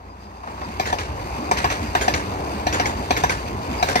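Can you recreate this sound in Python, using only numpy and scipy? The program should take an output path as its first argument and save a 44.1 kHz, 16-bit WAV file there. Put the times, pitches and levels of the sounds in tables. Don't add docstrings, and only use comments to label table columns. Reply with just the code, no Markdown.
import sys
import numpy as np
from scipy import signal
from scipy.fft import rfft, irfft, next_fast_len
from scipy.io import wavfile
from scipy.ndimage import uniform_filter1d, map_coordinates

SR = 44100
rng = np.random.default_rng(int(sys.argv[2]) if len(sys.argv) > 2 else 0)


def store_pcm(level_fs):
    pcm = np.round(np.clip(level_fs, -1, 1) * 32767).astype(np.int16)
    wavfile.write(sys.argv[1], SR, np.atleast_2d(pcm).T)


N = 176400

# time in s, then nominal rumble, roar and hiss levels in dB.
PASS_LEVELS = [(0, -52, -44.5, -56.5), (.38, -50, -41.5, -51), (.5, -43, -36.5, -47),
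               (.75, -35, -34, -40.5), (1.15, -33, -32.5, -40.5), (1.4, -35, -28.5, -38.5),
               (1.85, -31, -31, -36), (2.35, -31, -28, -38), (2.55, -33.5, -28.5, -37.5),
               (2.85, -29.5, -26.5, -35.5), (3.02, -32, -31, -37), (3.25, -29, -30.5, -37),
               (3.52, -31.5, -30.5, -39.5), (3.75, -33.5, -27.5, -36.5), (4, -30, -28.5, -34)]
# frequency in Hz, relative level in dB.
RUMBLE_SPECTRUM = [(25, -56), (42, -19), (52, -9), (62, -4), (76, -5), (95, -8.5), (120, -11.5), (160, -18),
                   (300, -79)]
ROAR_SPECTRUM = [(50, -58), (120, -10), (200, -2), (300, -2.5), (400, -2.5), (520, -5.5), (760, -1.5),
                 (1000, -2), (1300, -11.5), (1800, -20.5), (4000, -53)]
HISS_SPECTRUM = [(600, -28), (1150, -4), (1400, -3.5), (1700, -2), (2500, -2), (3100, -9), (4000, -11),
                 (4900, -5.5), (5400, -15.5), (6200, -11), (7500, -20.5), (9000, -15), (10300, -33.5),
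                 (11700, -21.5), (15000, -30.5)]
# time in s, then base levels in dB of thud, crack,
# snap at the second gap, clatter, wheel ring.
AXLES = [(.7965, -11, -22, -20.5, -21.5, -35), (.926, -11.5, -25, -17, -23, -37),
         (1.512, -8, -18, -14, -19.5, -52), (1.6417, -9, -19.5, -15.5, -19, -42),
         (1.9504, -9, -19.5, -19, -20, -24), (2.0795, -7.5, -19.5, -10, -20.5, -29.5),
         (2.667, -9.5, -21, -15.5, -19, -30), (2.7976, -9.5, -21, -13, -24, -31),
         (3.106, -7.5, -17, -17.5, -20, -36), (3.236, -6.5, -18, -12, -19.5, -29),
         (3.8259, -6.5, -17.5, -18.5, -17, -28.5), (3.9553, -6, -18, -14, -19, -37)]
# frequency in Hz, relative level in dB, T60 in s.
THUD_MODES = [(244, -13.5, 0.052), (456.4, -16.5, 0.091), (577, -9.5, 0.051), (733.6, 5, 0.043),
              (917, -9.5, 0.071), (1718, -13.5, 0.097), (2402, -15.5, 0.06), (4920, -28, 0.068),
              (5845, -10.5, 0.021)]
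# frequency in Hz, relative level in dB, T60 in s.
WHEEL_MODES = [(1561, 5, .11), (1647, 2, .09), (3208, -5, .11), (3355, -3, .11), (6180, -6, .14),
               (6836, -2, .2), (8535, -14, .2), (8988, -13, .2), (9055, -11, .2), (12295, -23, .2),
               (13555, -20, .2)]
# frequency in Hz, relative level in dB.
CRACK_SPECTRUM = [(120, -0.5), (400, 3.5), (720, 2.5), (950, 6.5), (1300, -5), (1750, 3), (2400, -4.5),
                  (3200, -8.5), (4800, -9), (6000, -10.5), (7200, -21), (9000, -19.5), (10300, -30),
                  (12000, -29), (15000, -45)]
SNAP_SPECTRUM = [(300, 2), (1300, -4), (2300, 5.5), (3100, -8), (6000, -5.5), (7500, -23), (15000, -51.5)]
CLATTER_SPECTRUM = [(120, -13), (330, 2.5), (1250, -1), (1700, 2), (2400, -7), (3200, -10), (6100, -12.5),
                    (7500, -23), (9000, -13.5), (10300, -52), (15000, -47)]
# centre time in s, bell width (sigma) in s, level in dB.
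SQUEAKS = [(0.112, 0.016, -55), (0.245, 0.03, -52), (.648, 0.012, -44), (3.8, .015, -35)]
# time in s, base level in dB.
FAR_KNOCKS = [(0.433, -35.5), (.472, -30), (0.576, -34.5), (0.614, -26.5)]
# frequency in Hz, relative level in dB.
FAR_SPECTRUM = [(150, -34), (500, -1), (900, 12.5), (1400, 2), (2300, -9.5), (6000, -25), (10000, -50)]
# frequency in Hz, level in dB.
DRONE_TONES = [(60.5, -42), (86, -44)]
# frequency in Hz, correlation 0-1.
ROLL_CORRELATION = [(60, 0.97), (250, 1), (800, 0.77), (1400, 0.48), (2400, 0.62), (5000, 0.4),
                    (14000, 0.31)]
HIT_CORRELATION = [(200, 1), (2400, 0.75), (5000, 0.38), (14000, 0.96)]
# frequency in Hz, lead in radians.
LEFT_LEAD = [(30, 0), (250, 0.48), (500, 1.18), (750, 1.91), (1050, 2.3), (1400, 3.1), (2000, 4.59),
             (2500, 6.2), (3200, 9.4), (4500, 13.25), (5900, 17.9), (7200, 24.9), (8800, 28.76),
             (13000, 25.3)]
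# frequency in Hz, difference in dB.
LEFT_OVER_RIGHT = [(100, 0), (480, -1.5), (750, 3), (1200, 1), (2200, -3.5), (3100, 1.5), (4000, 8.5),
                   (5600, 7.5), (7000, -0.5), (8500, 2.5), (11000, 0)]

SECOND_GAP_S = .0585
CRACK_OFFSET_DB, RATTLE_OFFSET_DB = 6.5, -1.5
SPLASH_RANGE_HZ, SPLASH_T60_S, SPLASH_DB = (10950, 15200), 0.17, -36.5
WHOOM_LEAD_S, WHOOM_WIDTH_S, WHOOM_DB = .11, 0.017, -19
WHOOM_HZ, WHOOM_FALL_HZ_PER_S = 230.8, 550
SQUEAK_HZ, SQUEAK_FALL_HZ_PER_S = 4910, 590
DRONE_FADE_S, RAILS_AHEAD_DB = 0.83, -47.5
NOSE_HUM_HZ, NOSE_HUM_DB = 204.6, -47
COACH_HUM_HZ, COACH_HUM_DB = 296.8, -38.5
BASS_CUT_HZ, TOP_HZ = 37, 15700


def rolling():
    time_s, *columns = np.transpose(PASS_LEVELS)
    rumble_db, roar_db, hiss_db = [np.interp(np.arange(N) / SR, time_s, c) for c in columns]

    rumble = rush(RUMBLE_SPECTRUM, ROLL_CORRELATION, patchy_db=2)
    running_rms = np.sqrt(np.abs(uniform_filter1d((rumble ** 2).mean(0), size=5500)))
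    rumble = amp(rumble_db) * rumble / np.sqrt(running_rms)

    roar_gain = amp(roar_db + 0.39 * wobble(24.85))
    roar = roar_gain * rush(ROAR_SPECTRUM, ROLL_CORRELATION, patchy_db=1.4)

    grit = unit_rms(amp(1.8 * wobble(400)))
    hiss_gain = amp(hiss_db + 1.24 * wobble(29.57)) * grit
    hiss = hiss_gain * rush(HISS_SPECTRUM, ROLL_CORRELATION, patchy_db=1.5)
    return rumble + roar + hiss


def joint():
    time_s, thud_db, crack_db, *_ = np.transpose(AXLES)
    thud = ring(THUD_MODES, time_s, thud_db, attack_s=0.002, detune=0.012, scatter_db=.7,
                phase_spread=0.2)
    crack = strikes(time_s, crack_db + CRACK_OFFSET_DB, attack_s=0.00092, t60_s=0.044)
    rattle = strikes(time_s, crack_db + RATTLE_OFFSET_DB, attack_s=0.0072, t60_s=0.28)
    rattle = rattle * amp(0.75 * wobble(220))
    noise = rush(CRACK_SPECTRUM, HIT_CORRELATION, patchy_db=4.0)
    return thud + (crack + rattle) * noise + splash(time_s, crack_db)


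def second_gap():
    time_s, _, _, snap_db, clatter_db, ring_db = np.transpose(AXLES)
    time_s = time_s + SECOND_GAP_S

    snap = strikes(time_s, snap_db, attack_s=0.0015, t60_s=0.047)
    snap = snap * rush(SNAP_SPECTRUM, HIT_CORRELATION, patchy_db=3)

    clatter = strikes(time_s, clatter_db, attack_s=0.0089, t60_s=0.32) * amp(1.8 * wobble(200))
    clatter = clatter * rush(CLATTER_SPECTRUM, HIT_CORRELATION, patchy_db=1.5)

    wheel = np.array([ring(WHEEL_MODES, time_s, ring_db, attack_s=0.008, detune=0.0011,
                           scatter_db=3.5, phase_spread=np.pi) for _ in range(2)])
    judder = unit_rms(amp(3 * wobble(500)))
    return snap + clatter + judder * (wheel + splash(time_s, clatter_db))


def splash(times_s, levels_db):
    modes = [(hz, SPLASH_DB, SPLASH_T60_S) for hz in rng.uniform(*SPLASH_RANGE_HZ, size=14)]
    return ring(modes, times_s, levels_db, attack_s=0.0042, detune=0, scatter_db=5, phase_spread=np.pi)


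def bogies():
    total = np.zeros(N)
    for time_s, thud_db, *_ in AXLES[::2]:
        whoom = chirp(time_s - WHOOM_LEAD_S, WHOOM_WIDTH_S, WHOOM_HZ, WHOOM_FALL_HZ_PER_S,
                      waver_hz=60.15, knots_per_s=250)
        total += amp(thud_db + WHOOM_DB) * whoom
    return total


def squeaks():
    total = np.zeros(N)
    for time_s, width_s, level_db in SQUEAKS:
        squeak = chirp(time_s, width_s, SQUEAK_HZ, SQUEAK_FALL_HZ_PER_S, waver_hz=49.7, knots_per_s=400)
        total += amp(level_db) * squeak
    return total


def approach():
    time_s, level_db = np.transpose(FAR_KNOCKS)
    fade = swell(0, DRONE_FADE_S)
    knocks = strikes(time_s, level_db + 5, attack_s=0.0025, t60_s=0.073)
    tails = strikes(time_s, level_db - 8, attack_s=0.0091, t60_s=0.59)
    rails_gain = knocks + tails + amp(RAILS_AHEAD_DB) * fade
    rails = rails_gain * rush(FAR_SPECTRUM, HIT_CORRELATION, patchy_db=0.0)
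    drone = sum(hum(hz, db, waver_db=0.0) for hz, db in DRONE_TONES)
    return rails + fade * drone


def machines():
    nose = swell(0.31, 0.099) * hum(NOSE_HUM_HZ, NOSE_HUM_DB, waver_db=-1.5)
    flutter = np.clip(1 + .5 * wobble(34.97), 0, 2)
    coaches = swell(2.17, 0.72) * flutter * hum(COACH_HUM_HZ, COACH_HUM_DB, waver_db=0)
    return nose + coaches


def hum(hz, level_db, waver_db):
    pitch_hz = hz * (1 + 0.0148 * wobble(14))
    return amp(level_db + waver_db * wobble(11)) * np.sin(2 * np.pi * np.cumsum(pitch_hz) / SR)


def chirp(centre_s, width_s, hz, fall_hz_per_s, waver_hz, knots_per_s):
    pitch_hz = hz - fall_hz_per_s * (np.arange(N) / SR - centre_s) + waver_hz * wobble(knots_per_s)
    return swell(centre_s, width_s) * np.sin(2 * np.pi * np.cumsum(pitch_hz) / SR)


def ring(modes, times_s, levels_db, attack_s, detune, scatter_db, phase_spread):
    out = np.zeros(N + SR)
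    t = np.arange(SR // 3) / SR
    hz, mode_db, t60_s = np.transpose(modes)[:, :, None]
    attack = 1 - np.exp(-(t / attack_s) ** 2)
    decay = np.exp(-np.log(1000) * t / t60_s)
    for time_s, level_db in zip(times_s, levels_db):
        tune, size, phase = rng.standard_normal((3, len(modes), 1))
        gain = amp(level_db + mode_db + scatter_db * size)
        angle = 2 * np.pi * hz * (1 + detune * tune) * t + phase_spread * phase
        partials = gain * decay * np.sin(angle)
        out[round(time_s * SR):][:len(t)] += partials.sum(0) * attack
    return out[:N]


def strikes(times_s, levels_db, attack_s, t60_s):
    age_s = np.maximum(np.arange(N) / SR - np.asarray(times_s)[:, None], 0)
    rise = 1 - np.exp(-age_s / attack_s)
    each = amp(levels_db)[:, None] * rise * np.exp(-np.log(1000) * age_s / t60_s)
    return np.sqrt((each ** 2).sum(0))


def rush(spectrum, correlation, patchy_db):
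    bins = signal.stft(rng.standard_normal((2, N)), nperseg=512)[2]
    patches = uniform_filter1d(rng.standard_normal(bins.shape[1:]), size=4, axis=0)
    patches = uniform_filter1d(patches, size=10, axis=1)
    pair = signal.istft(bins * amp(patchy_db * unit_rms(patches)), nperseg=512)[1][:, :N]

    def mid_side_response(hz):
        angle = np.arccos(np.clip(along(correlation, hz), -1, 1)) / 2
        return amp(along(spectrum, hz)) * np.array([np.cos(angle), np.sin(angle)])
    mid, side = filtered(pair, mid_side_response)
    return unit_rms(np.array([mid + side, mid - side]))


def swell(centre_s, width_s):
    return np.exp(-.5 * ((np.arange(N) / SR - centre_s) / width_s) ** 2)


def wobble(knots_per_s):
    knots = rng.standard_normal(int(N * knots_per_s / SR) + 4)
    return map_coordinates(knots, [np.arange(N) * knots_per_s / SR])


def filtered(x, response):
    size = next_fast_len(N + SR // 2)
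    return irfft(rfft(x, size) * response(np.fft.rfftfreq(size, 1 / SR)), size)[..., :N]


def along(points, hz):
    point_hz, value = np.transpose(points)
    return np.interp(np.log(hz + 1), np.log(point_hz + 1), value)


def amp(db):
    return 10 ** (np.asarray(db) / 20)


def unit_rms(x):
    return x / np.sqrt(np.mean(x ** 2) + 1e-20)


def scene():
    train = rolling() + joint() + second_gap() + bogies() + squeaks() + approach() + machines()
    sides = np.array([[.5], [-.5]])

    def microphones(hz):
        gain = amp(sides * along(LEFT_OVER_RIGHT, hz))
        gain = gain / np.sqrt((gain ** 2).mean(0))
        return gain * np.exp(1j * sides * along(LEFT_LEAD, hz))
    return filtered(train, microphones)


def record(dry):
    bass_cut = signal.butter(N=6, Wn=BASS_CUT_HZ, btype="highpass", fs=SR, output="sos")
    return filtered(signal.sosfilt(bass_cut, dry), lambda hz: hz < TOP_HZ)


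dry = scene()
out = record(dry)
store_pcm(out)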